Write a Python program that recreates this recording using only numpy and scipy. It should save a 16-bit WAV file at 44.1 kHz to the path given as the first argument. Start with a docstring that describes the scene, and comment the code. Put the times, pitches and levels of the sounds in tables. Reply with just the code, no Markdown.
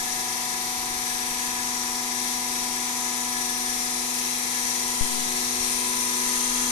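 """Hydraulic power pack in a factory hall

The pack runs steadily while its arms lift a steel frame. A four-pole motor turns a ten-tooth pump:
tooth tones whine over a buzz of shaft orders, oil hisses in spurts, valves and pipes sing.
A hand-held stereo pair edges 0.8 m closer through the hall's standing waves.
One low click strikes the left microphone; a faint one follows on both."""
import sys
import numpy as np
from scipy import signal
from scipy.fft import rfft, irfft, next_fast_len
from scipy.io import wavfile
from scipy.ndimage import uniform_filter1d, map_coordinates

SR = 44100
rng = np.random.default_rng(int(sys.argv[2]) if len(sys.argv) > 2 else 0)


def bounce(signal):
    """Save signal as a 16-bit WAV file at the path given by the first command-line argument."""
    frames = np.transpose(np.atleast_2d(signal))
    limited = np.clip(frames, -1, 1)
    pcm = np.round(limited * 32767).astype(np.int16)
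    wavfile.write(sys.argv[1], SR, pcm)


N = 295911
SHAFT_HZ, RISE_HZ_PER_S = 24.62, .0103  # the shaft gains a little speed as the load eases
TOP_HZ = 14300  # band limit of the microphones
SILENT_DB = -120

# the microphones' way towards the pump: t/s, distance covered/m
APPROACH = [(0, 0), (.9, .057), (1.6, .159), (3.1, .191), (3.55, .297), (3.9, .37), (4.3, .39), (4.9, .607),
            (5.5, .705), (6.1, .795), (6.7, .825)]
# likeness of the noise at the two microphones: f/Hz, correlation (-1 to 1)
CORRELATION = [(30, .6), (120, .95), (380, .95), (600, .4), (1000, .55), (1350, .1), (1520, -.8),
               (1760, -.87), (2050, -.15), (3200, .3), (4100, -.1), (7000, 0)]
# room tone of the hall: f/Hz, relative density/dB
ROOM_TONE = [(25, -69), (50, -71), (75, -82), (110, -78.5), (250, -77.5), (370, -74), (540, -83),
             (720, -73.5), (1000, -75.5), (1150, -76), (1300, -75), (1450, -74.5), (1650, -75),
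             (2500, -120)]
# low clicks on the microphones: t/s, level/dB, decay/s, low-pass f/Hz, right against left/dB
MIC_CLICKS = [(5.0104, -13.5, .07, 2500, -45), (5.607, -31, .007, 170, -3)]

# valves and pipes singing: centre t/s, length/s, f/Hz, width/Hz, left, right relative density/dB
WHISTLES = [(.45, 1, 4570, 60, -61, -68), (.5, 1.3, 5690, 170, -57, -80), (.65, .5, 4090, 50, -59, -68),
            (1.35, .4, 4560, 120, -66, -63), (1.5, .3, 6820, 60, -55, -80), (1.9, .8, 6270, 150, -64, -66),
            (2.3, 2, 8060, 130, -61, -76), (2.55, 2.5, 5810, 100, -54, -80),
            (2.6, 1.7, 9800, 200, -76, -68), (3.05, .45, 6820, 70, -55, -80),
            (3.65, .6, 9560, 160, -57.5, -80), (3.7, .5, 5690, 160, -57, -76),
            (3.8, 5.5, 5575, 20, -51.5, -68), (5.1, 2.8, 5412, 30, -59, -72),
            (3.8, 5.5, 6295, 40, -59, -70), (4.1, .7, 5830, 90, -57, -76), (4.1, 1.2, 4050, 130, -66, -65),
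            (4.2, 1, 10120, 140, -60, -80), (4.3, 3, 9520, 130, -60, -80), (4.6, 1.2, 7980, 400, -73, -69),
            (4.75, .45, 5860, 150, -52, -78), (5.15, .5, 10120, 250, -64, -78),
            (5.25, .8, 8600, 500, -66, -69), (5.4, 1, 4060, 130, -63, -62), (5.55, .35, 5580, 26, -44, -64),
            (5.82, .5, 9590, 240, -53.5, -78), (5.85, .5, 8860, 300, -61.5, -74),
            (6.05, .6, 6120, 250, -57, -66), (6.08, .25, 5600, 130, -53, -63),
            (6.35, .7, 8750, 550, -74, -65), (6.35, .6, 9700, 500, -78, -68),
            (6.55, .5, 6260, 300, -52.5, -74), (6.45, .9, 7200, 900, -64, -74),
            (6.45, .6, 1340, 100, -68, -67), (6.5, .8, 4200, 700, -67, -69)]
# oil rushing through the valves: f/Hz, left, right relative density/dB
OIL_SPECTRUM = [(1610, -79.5, -73), (1710, -57.5, -67), (1780, -73, -73), (2320, -73, -72.5),
                (3030, -69.5, -74.5), (3140, -69, -69.5), (3900, -68.5, -71), (4970, -67, -73),
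                (6350, -65.5, -73.5), (6550, -66, -76), (7400, -69, -73.5), (8500, -67.5, -72.5),
                (10130, -69, -74), (13000, -78.5, -69.5), (14100, -88, -84)]
# slow rise of that hiss: t/s, level/dB
OIL_LEVEL = [(0, -1), (1, -1), (3.6, -0.73), (5, 0), (6, 0.8), (6.7, 1.5)]
# peaks and dips of the pipework: f/Hz, width/Hz, left, right gain/dB
PIPE_RESONANCES = [(2720, 90, 3, 2), (2865, 120, -10, -6), (3090, 100, -3, -2), (3340, 120, -3, -2),
                   (4220, 120, -4, -2), (4740, 90, -3, -2), (5300, 200, -2, -3), (5737, 300, 3, 1),
                   (7080, 200, 2, 1), (7700, 300, -1.5, 0), (9530, 170, 2.5, 0), (10150, 230, 3, 1),
                   (11450, 500, 3.5, 1)]
# how the pump beams at the microphones: f/Hz, left, right gain/dB, left, right change/(dB per m)
PUMP_BEAM = [(170, -4, -10, -9, -1), (520, -11, -17.5, 18, 20), (800, 10, -7, -4.5, 3),
             (1270, -3.5, -3.5, -8, -1), (1960, 3.5, 1, -1.5, 6), (3370, -1.5, -2, 1.5, 0),
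             (6550, -0.16, 0.5, 2.5, -1), (9840, 1, 0, 3.5, 0.5), (12100, -2, -2.5, 2.5, 0)]

# shaft orders as casing and pipes radiate them: f/Hz, left, right relative level/dB
BUZZ_SPECTRUM = [(300, -70, -72), (560, -66.5, -69), (690, -68, -59), (1150, -70, -54), (1340, -66, -62.5),
                 (1560, -60.5, -59.5), (1680, -56, -70.5), (2000, -53, -60.5), (2310, -60.5, -65),
                 (2600, -64.5, -64.5), (3500, -58.5, -55.5), (3780, -51, -57), (4430, -57, -55.5),
                 (4900, -58, -59.5), (6120, -49.5, -66), (6800, -59, -77), (13600, -65.5, -65.5)]
# phase by which buzz and hum lead at the left microphone: f/Hz, lead/rad
LEFT_LEAD = [(350, 0), (700, .8), (1000, .3), (1300, 1), (1520, 2.8), (1800, 2.8), (2200, 2.2), (3000, 0)]
# scatter of that lead from order to order: f/Hz, spread/rad
LEAD_SCATTER = [(400, .05), (600, .5), (1300, .5), (1520, .15), (1780, .15), (2100, 1.4), (4000, 2.2)]
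# motor hum and pump side tones: shaft order, relative level/dB far left, far right, near left, near right
HUM_ORDERS = [(4, -61.0, -61.5, -57.0, -57.5), (5, -55.5, -55.5, -56.5, -57.5),
              (6, -65.5, -65.5, -61.5, -61.5), (8, -61.5, -61.5, -63.0, -63.0),
              (9, -58.0, -59.5, -54.0, -53.5), (11, -63.0, -63.0, -61.5, -62.0),
              (13, -60.0, -62.0, -59.0, -58.0), (14, -54.5, -54.0, -59.5, -58.5),
              (17, -64.5, -61.0, -54.5, -54.0), (18, -60.5, -59.5, -65.5, -64.5),
              (19, -54.0, -50.0, -49.0, -46.0), (20, -59.5, -54.5, -54.0, -50.0),
              (28, -56.5, -59.5, -59.5, -56.5), (29, -59.5, -58.5, -55.0, -53.0), (32, -49, -58, -56, -58),
              (33, -49.5, -52.0, -50.5, -53.5), (35, -56.0, -55.5, -60.0, -57.5),
              (37, -55, -57, -52.5, -51.5), (38, -51.0, -53.0, -51.5, -53.0),
              (39, -53.5, -51.5, -52.0, -55.0), (42, -62.5, -58, -46.5, -48.5),
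              (48, -60.0, -53.0, -59.0, -55.5), (51, -58.5, -51.0, -52.0, -49.5),
              (54, -59.0, -56.0, -58.0, -57.0), (55, -64.0, -55.5, -57.0, -49.5),
              (67, -50.5, -51.5, -46.0, -45.5), (68, -47.0, -49.5, -46.5, -46.5),
              (71, -48.0, -52.0, -48.0, -48.0), (73, -47.5, -50.5, -47.5, -47.5),
              (78, -48.5, -54.5, -48.0, -44.5), (80, -50.5, -48.0, -52.5, -43.0),
              (81, -49.5, -48.5, -54.0, -47.0), (83, -47.5, -52.5, -50.0, -46.5),
              (90, -52.0, -57.5, -56.5, -55.0), (93, -47.5, -49.5, -52.0, -52.5),
              (100, -51.0, -55.0, -48.5, -53.0), (101, -53.0, -52.0, -53.5, -54.5),
              (111, -55, -60, -49.5, -52.5), (150, -56, -59, -55, -55), (161, -54, -55, -50.5, -54),
              (164, -53, -55, -47, -53), (166, -51, -57, -47.5, -51), (203, -53, -61, -51, -59),
              (234, -45, -62, -52, -64), (236, -43.5, -62, -47, -62), (238, -52, -64, -44.5, -61),
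              (255, -48, -60, -45, -57), (277, -48, -64, -54, -64)]

# tooth tones in the standing waves, named by shaft order: t/s, left, right level/dB, left lead/rad
TOOTH_10 = [(0.0, -41.7, -43.8, -0.3), (0.9, -41.1, -43.4, -0.2), (1.8, -37.6, -39.3, -0.0),
            (4.25, -37.4, -37.9, 0.0), (4.5, -38.4, -39.8, 0.1), (5.15, -36.5, -38.5, -0.0),
            (5.5, -35.7, -36.6, 0.1), (5.8, -36.5, -37.8, 0.2), (6.35, -34.2, -36.8, 0.1),
            (6.69, -31.9, -33.7, 0.0)]
TOOTH_15 = [(0, -49, -48.7, .1), (4, -47, -46.7, .1), (4.65, -53, -51, .1), (4.85, -45, -44, .1),
            (5.1, -47.5, -47, .2), (5.35, -43.5, -42.5, .2), (6.3, -43.3, -42.7, .2), (6.7, -47, -46, .2)]
TOOTH_30 = [(0.01, -36.8, -40.4, 1.1), (1.05, -37.4, -39.9, 0.8), (1.35, -39.2, -42.9, 1.0),
            (3.0, -37.6, -43.5, 1.2), (3.46, -37.5, -39.9, 1.2), (3.91, -41.2, -36.7, 1.6),
            (4.21, -40.0, -38.9, 2.4), (4.5, -39.0, -43.8, 2.1), (4.96, -40.0, -38.8, 2.1),
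            (5.25, -36.3, -39.3, 1.8), (5.55, -44.1, -36.4, 1.8), (6.3, -46.6, -45.0, 3.2),
            (6.7, -58.7, -42.8, 3.7)]
TOOTH_40 = [(0.01, -49.6, -38.2, 1.2), (0.3, -41.0, -36.0, 0.2), (0.6, -36.9, -41.2, 0.2),
            (1.05, -37.0, -46.8, 1.1), (1.51, -36.5, -38.8, 0.0), (2.56, -37.4, -40.6, 0.1),
            (3.31, -39.0, -36.5, 0.1), (3.6, -50.1, -36.0, 1.2), (3.75, -40.7, -40.0, 2.6),
            (3.91, -38.5, -46.8, 1.6), (4.21, -45.8, -40.8, -0.0), (4.36, -48.1, -42.8, 2.3),
            (4.5, -37.9, -41.8, 1.3), (4.96, -39.8, -34.9, 1.5), (5.41, -37.7, -42.1, 2.1),
            (5.71, -38.1, -40.7, 1.6), (5.86, -33.6, -37.2, 1.3), (6.7, -35.3, -37.6, 1.0)]
TOOTH_50 = [(0.0, -47.7, -53.3, 1.1), (0.6, -57.9, -52.7, 1.5), (1.2, -53.6, -55.3, 0.1),
            (1.6, -55.9, -49.9, 2.0), (3.1, -49.8, -49.8, 1.6), (4.5, -53.5, -52.1, 0.9),
            (5.0, -61.2, -64.5, 3.5), (5.2, -50.7, -52.0, 2.8), (6.69, -44.6, -41.7, 0.8)]
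# the clearest side tones beside them, same columns
SIDE_31 = [(0.01, -45.0, -50.9, 1.0), (2.71, -48.4, -44.9, 1.2), (3.46, -46.4, -46.5, 2.2),
           (4.21, -47.2, -53.5, 2.1), (4.5, -42.4, -53.3, 1.7), (4.8, -45.2, -46.6, 1.4),
           (5.25, -48.1, -50.6, 3.3), (5.86, -50.7, -57.3, 2.8), (6.7, -50.4, -54.2, 8.3)]
SIDE_34 = [(0.01, -49.8, -53.9, 0.6), (3.0, -46.9, -50.9, -0.3), (3.75, -53.2, -54.7, 1.0),
           (3.91, -52.6, -65.8, 0.7), (4.36, -49.1, -52.6, 0.7), (4.96, -47.7, -52.6, 1.1),
           (6.0, -53.6, -56.3, 1.4), (6.7, -49.8, -53.4, 0.3)]
SIDE_36 = [(0.01, -51.6, -48.6, 0.3), (1.05, -49.5, -61.1, 0.6), (2.1, -47.9, -52.0, 0.3),
           (3.46, -53.9, -53.3, 0.0), (4.05, -48.6, -58.6, -5.5), (4.5, -48.5, -55.2, -7.6),
           (5.55, -57.1, -54.8, -3.7), (5.71, -54.5, -58.9, -6.5), (6.7, -48.2, -45.0, -5.5)]
SIDE_41 = [(0.01, -47.8, -53.0, 1.1), (0.6, -54.4, -49.8, 0.8), (2.71, -53.4, -48.1, 0.1),
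           (3.91, -52.1, -51.2, 1.5), (4.36, -50.5, -49.0, 0.3), (4.5, -50.4, -52.1, 3.3),
           (4.96, -44.0, -47.3, 0.4), (5.25, -51.4, -50.7, 2.2), (5.86, -44.7, -49.5, 1.3),
           (6.7, -48.8, -50.6, 1.0)]
SIDE_43 = [(0.01, -53.9, -55.4, 1.7), (0.6, -49.7, -45.8, 1.2), (1.96, -51.0, -49.6, 1.4),
           (2.41, -61.5, -50.4, 0.8), (3.31, -48.8, -49.5, 1.3), (4.05, -53.7, -52.0, 1.3),
           (5.41, -46.8, -50.8, 1.6), (6.7, -53.7, -51.6, 0.3)]
SIDE_69 = [(0.01, -40.7, -40.6, -3.2), (0.46, -44.5, -47.0, -3.0), (1.21, -38.6, -41.1, -3.0),
           (2.85, -42.8, -47.1, -3.0), (3.46, -41.4, -41.6, -2.9), (4.66, -46.0, -45.9, -2.8),
           (5.11, -50.3, -50.4, -2.8), (6.16, -38.7, -38.7, -3.1), (6.7, -42.0, -41.9, -2.6)]
# the tones of the whine: shaft order, its course from above
WHINE_TONES = [(10, TOOTH_10), (15, TOOTH_15), (30, TOOTH_30), (31, SIDE_31), (34, SIDE_34), (36, SIDE_36),
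               (40, TOOTH_40), (41, SIDE_41), (43, SIDE_43), (50, TOOTH_50), (69, SIDE_69)]


def amp(db):
    """Decibels to gain."""
    return 10 ** (np.asarray(db) / 20)


def unit(x):
    """x at rms 1."""
    return x / np.sqrt(np.mean(x ** 2) + 1e-20)


def along(rows, hz):
    """Each column of a table read on a log-frequency axis."""
    row_hz, *columns = np.transpose(rows)
    return np.array([np.interp(np.log(hz + 1), np.log(row_hz + 1), column) for column in columns])


def curves(rows):
    """One value per sample for each column after the time."""
    times, *columns = np.transpose(rows)
    return np.array([np.interp(np.arange(N) / SR, times, column) for column in columns])


def filtered(x, response):
    """x times a response of frequency."""
    size = next_fast_len(N + SR // 2)
    return irfft(rfft(x, size) * response(np.fft.rfftfreq(size, 1 / SR)), size)[..., :N]


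def below(x, edge, order):
    """Smooth fall from 1 to 0, halfway at the edge."""
    return 1 / (1 + (x / edge) ** order)


def bell(x, centre, width, order):
    """A peak of 1 at the centre, with the given full width at half height."""
    return below(np.abs(x - centre), width / 2, order)


def wobble(rate):
    """A smooth random curve, rate knots a second."""
    knots = rng.standard_normal(int(N * rate / SR) + 4)
    return map_coordinates(knots, [np.arange(N) * rate / SR])


def rush(spectrum, patchy_db):
    """Noise in slowly shifting patches, partly alike at the two microphones."""
    def mid_side_gains(hz):
        spread = np.arccos(np.clip(along(CORRELATION, hz)[0], -1, 1)) / 2
        return np.array([np.cos(spread), np.sin(spread)])

    noise = signal.stft(rng.standard_normal((2, N)), nperseg=1024)[2]
    patches = uniform_filter1d(rng.standard_normal(noise.shape[1:]), size=2, axis=0)  # across frequency
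    patches = uniform_filter1d(patches, size=36, axis=1)  # across time
    patch_gain = unit(amp(patchy_db * unit(patches)))
    pair = signal.istft(noise * patch_gain, nperseg=1024)[1][:, :N]
    mid, side = filtered(pair, mid_side_gains)
    left_right = np.array([mid + side, mid - side])
    return filtered(left_right, lambda hz: amp(along(spectrum, hz)) * np.sqrt(SR / 2))


def hall_murmur(travel, level_db=-1.7, db_per_m=.5):
    """The hall's low room tone, slightly louder towards the pump."""
    return amp(level_db + db_per_m * travel) * rush(ROOM_TONE, patchy_db=2.5)


def mic_clicks():
    """A sudden step at the microphone leaks away and swings slowly back."""
    out = np.zeros((2, N))
    for start, db, decay, bright_hz, right_db in MIC_CLICKS:
        age = (np.arange(N) / SR - start) / decay
        step = (age > 0) * (1 - age) * np.exp(-np.abs(age))
        out += amp([[db], [db + right_db]]) * filtered(step, lambda hz: below(hz, bright_hz, order=2))
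    return out


def whistles(level_db=-1.8):
    """Narrow resonances of valves and pipes, stirred by the flow, swell and fade."""
    hz, t, noise = signal.stft(rng.standard_normal((2, N)), SR, nperseg=2048)
    power = np.zeros(noise.shape)
    for centre_s, length, centre_hz, width, *sides_db in WHISTLES:
        swell = np.outer(bell(hz, centre_hz, width, order=3), bell(t, centre_s, length, order=6))
        power += np.multiply.outer(amp(sides_db), swell) ** 2
    return amp(level_db) * signal.istft(noise * np.sqrt(power * SR / 2), nperseg=2048)[1][:, :N]


def oil_hiss(low_cut_hz=1400):
    """Oil rushes through the valves, a little louder towards the end."""
    noise = rush(OIL_SPECTRUM, patchy_db=2.1)
    return amp(curves(OIL_LEVEL)) * filtered(noise, lambda hz: 1 - below(hz, low_cut_hz, order=12))


def oil_spurts(angle, tooth_depth=.38, sharpness=2.5, shaft_depth=.2, flutter_db=.25):
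    """Gain of the hiss: each of the ten teeth pushes a spurt of oil; the spurts swell once a turn."""
    tooth = ((1 + np.cos(10 * angle)) / 2) ** sharpness
    shaft = ((1 + np.cos(angle - 1.2)) / 2) ** 2
    flutter = amp(flutter_db * wobble(rate=35))
    return unit((1 + tooth_depth * tooth) * (1 + shaft_depth * shaft) * flutter)


def pipework(hz):
    """Gain of the pipework's resonances at each microphone."""
    return amp(sum(np.outer(sides_db, bell(hz, centre, width, order=2))
                   for centre, width, *sides_db in PIPE_RESONANCES))


def pump_beam(x, travel, sway_db=.35):
    """The pump's colour passes from far to near as the hand-held pair sways closer."""
    def heard_after(metres):
        return filtered(x, lambda hz: amp(along(PUMP_BEAM, hz)[:2] + metres * along(PUMP_BEAM, hz)[2:]))

    nearness = travel / travel.max()
    sway = amp(sway_db * np.array([wobble(rate=7), wobble(rate=7)]))
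    return sway * ((1 - nearness) * heard_after(0) + nearness * heard_after(travel.max()))


def shaft_orders(angle, travel, far_db, near_db, drift_rad, shift_db, places, turn_size=8192):
    """Shaft orders repeat one pattern every turn; the hall reshuffles it along the microphones' path."""
    hz = np.arange(1, far_db.shape[1] + 1) * SHAFT_HZ
    # each microphone stands at its own place in the standing waves
    lead = along(LEFT_LEAD, hz) + along(LEAD_SCATTER, hz) * rng.standard_normal(len(hz))
    phase = rng.uniform(0, 2 * np.pi, len(hz)) + lead * [[.5], [-.5]]
    sensitivity = np.sqrt(hz / TOP_HZ)  # short waves change fastest as the microphones move
    place = travel / travel.max() * (places - 1)
    turn_index = angle / (2 * np.pi) % 1 * turn_size
    out = np.zeros((2, N))
    for i in range(places):
        phase = phase + drift_rad * sensitivity * rng.standard_normal(len(hz))
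        level_db = far_db + (near_db - far_db) * i / (places - 1)
        gain = amp(level_db + shift_db * sensitivity * rng.standard_normal(phase.shape))
        spectrum = np.pad(gain * np.exp(1j * phase), ((0, 0), (1, 0)))
        one_turn = irfft(spectrum, turn_size) * turn_size / 2
        here = np.abs(place - i) < 1
        crossfade = 1 - np.abs(place[here] - i)
        turning = [np.interp(turn_index[here], np.arange(turn_size), side) for side in one_turn]
        out[:, here] += crossfade * np.array(turning)
    return out


def tooth_buzz(angle, travel, uneven_db=2.2, tooth_db=1):
    """Unequal teeth fill in the shaft orders between those of the whine and the hum."""
    orders = np.arange(1, int(TOP_HZ / SHAFT_HZ))
    levels = along(BUZZ_SPECTRUM, orders * SHAFT_HZ) + uneven_db * rng.standard_normal(len(orders))
    levels += tooth_db * (orders % 10 == 0)  # multiples of the tooth rate stand out
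    levels[:, np.isin(orders, [row[0] for row in WHINE_TONES + HUM_ORDERS])] = SILENT_DB
    return shaft_orders(angle, travel, levels, levels, drift_rad=1.1, shift_db=6, places=20)


def motor_hum(angle, travel, level_db=-.67):
    """The clear side tones of motor and pump, each swelling and fading along the microphones' path."""
    levels = np.full((4, int(TOP_HZ / SHAFT_HZ)), SILENT_DB, dtype=float)
    for order, *dbs in HUM_ORDERS:
        levels[:, order - 1] = dbs
    far, near = levels[:2], levels[2:]
    return amp(level_db) * shaft_orders(angle, travel, far, near, drift_rad=.8, shift_db=4.5, places=12)


def pump_whine(angle, waver_db=.7, beat_hz=366.4, beat_db=-60):
    """Each pump tone swells, dips and turns in phase as the microphones cross its standing wave."""
    out = np.zeros((2, N))
    for order, course in WHINE_TONES:
        left_db, right_db, lead = curves(course)
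        waver = waver_db * np.sqrt(order * SHAFT_HZ / 1000) * wobble(rate=9)  # higher tones waver more
        phase = order * angle + lead * [[.5], [-.5]] + rng.uniform(0, 2 * np.pi)
        out += amp(np.array([left_db, right_db]) + waver) * np.cos(phase)
    # a faint steady tone beats against order 15
    return out + amp(beat_db) * np.sin(2 * np.pi * (beat_hz * np.arange(N) / SR + rng.uniform()))


def scene():
    """The shaft drives whine, hum, buzz and spurts; the microphones close in; the hall murmurs beneath."""
    angle = 2 * np.pi * np.cumsum(SHAFT_HZ + RISE_HZ_PER_S * np.arange(N) / SR) / SR
    travel, = curves(APPROACH)
    buzz_and_hiss = tooth_buzz(angle, travel) + oil_spurts(angle) * oil_hiss()
    pump = pump_beam(filtered(buzz_and_hiss, pipework), travel) + whistles()
    hall = hall_murmur(travel)
    return pump_whine(angle) + motor_hum(angle, travel) + pump + hall + mic_clicks()


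def record(dry):
    """The microphones pass nothing above their band limit."""
    return filtered(dry, lambda hz: hz < TOP_HZ)


dry = scene()
out = record(dry)
bounce(out)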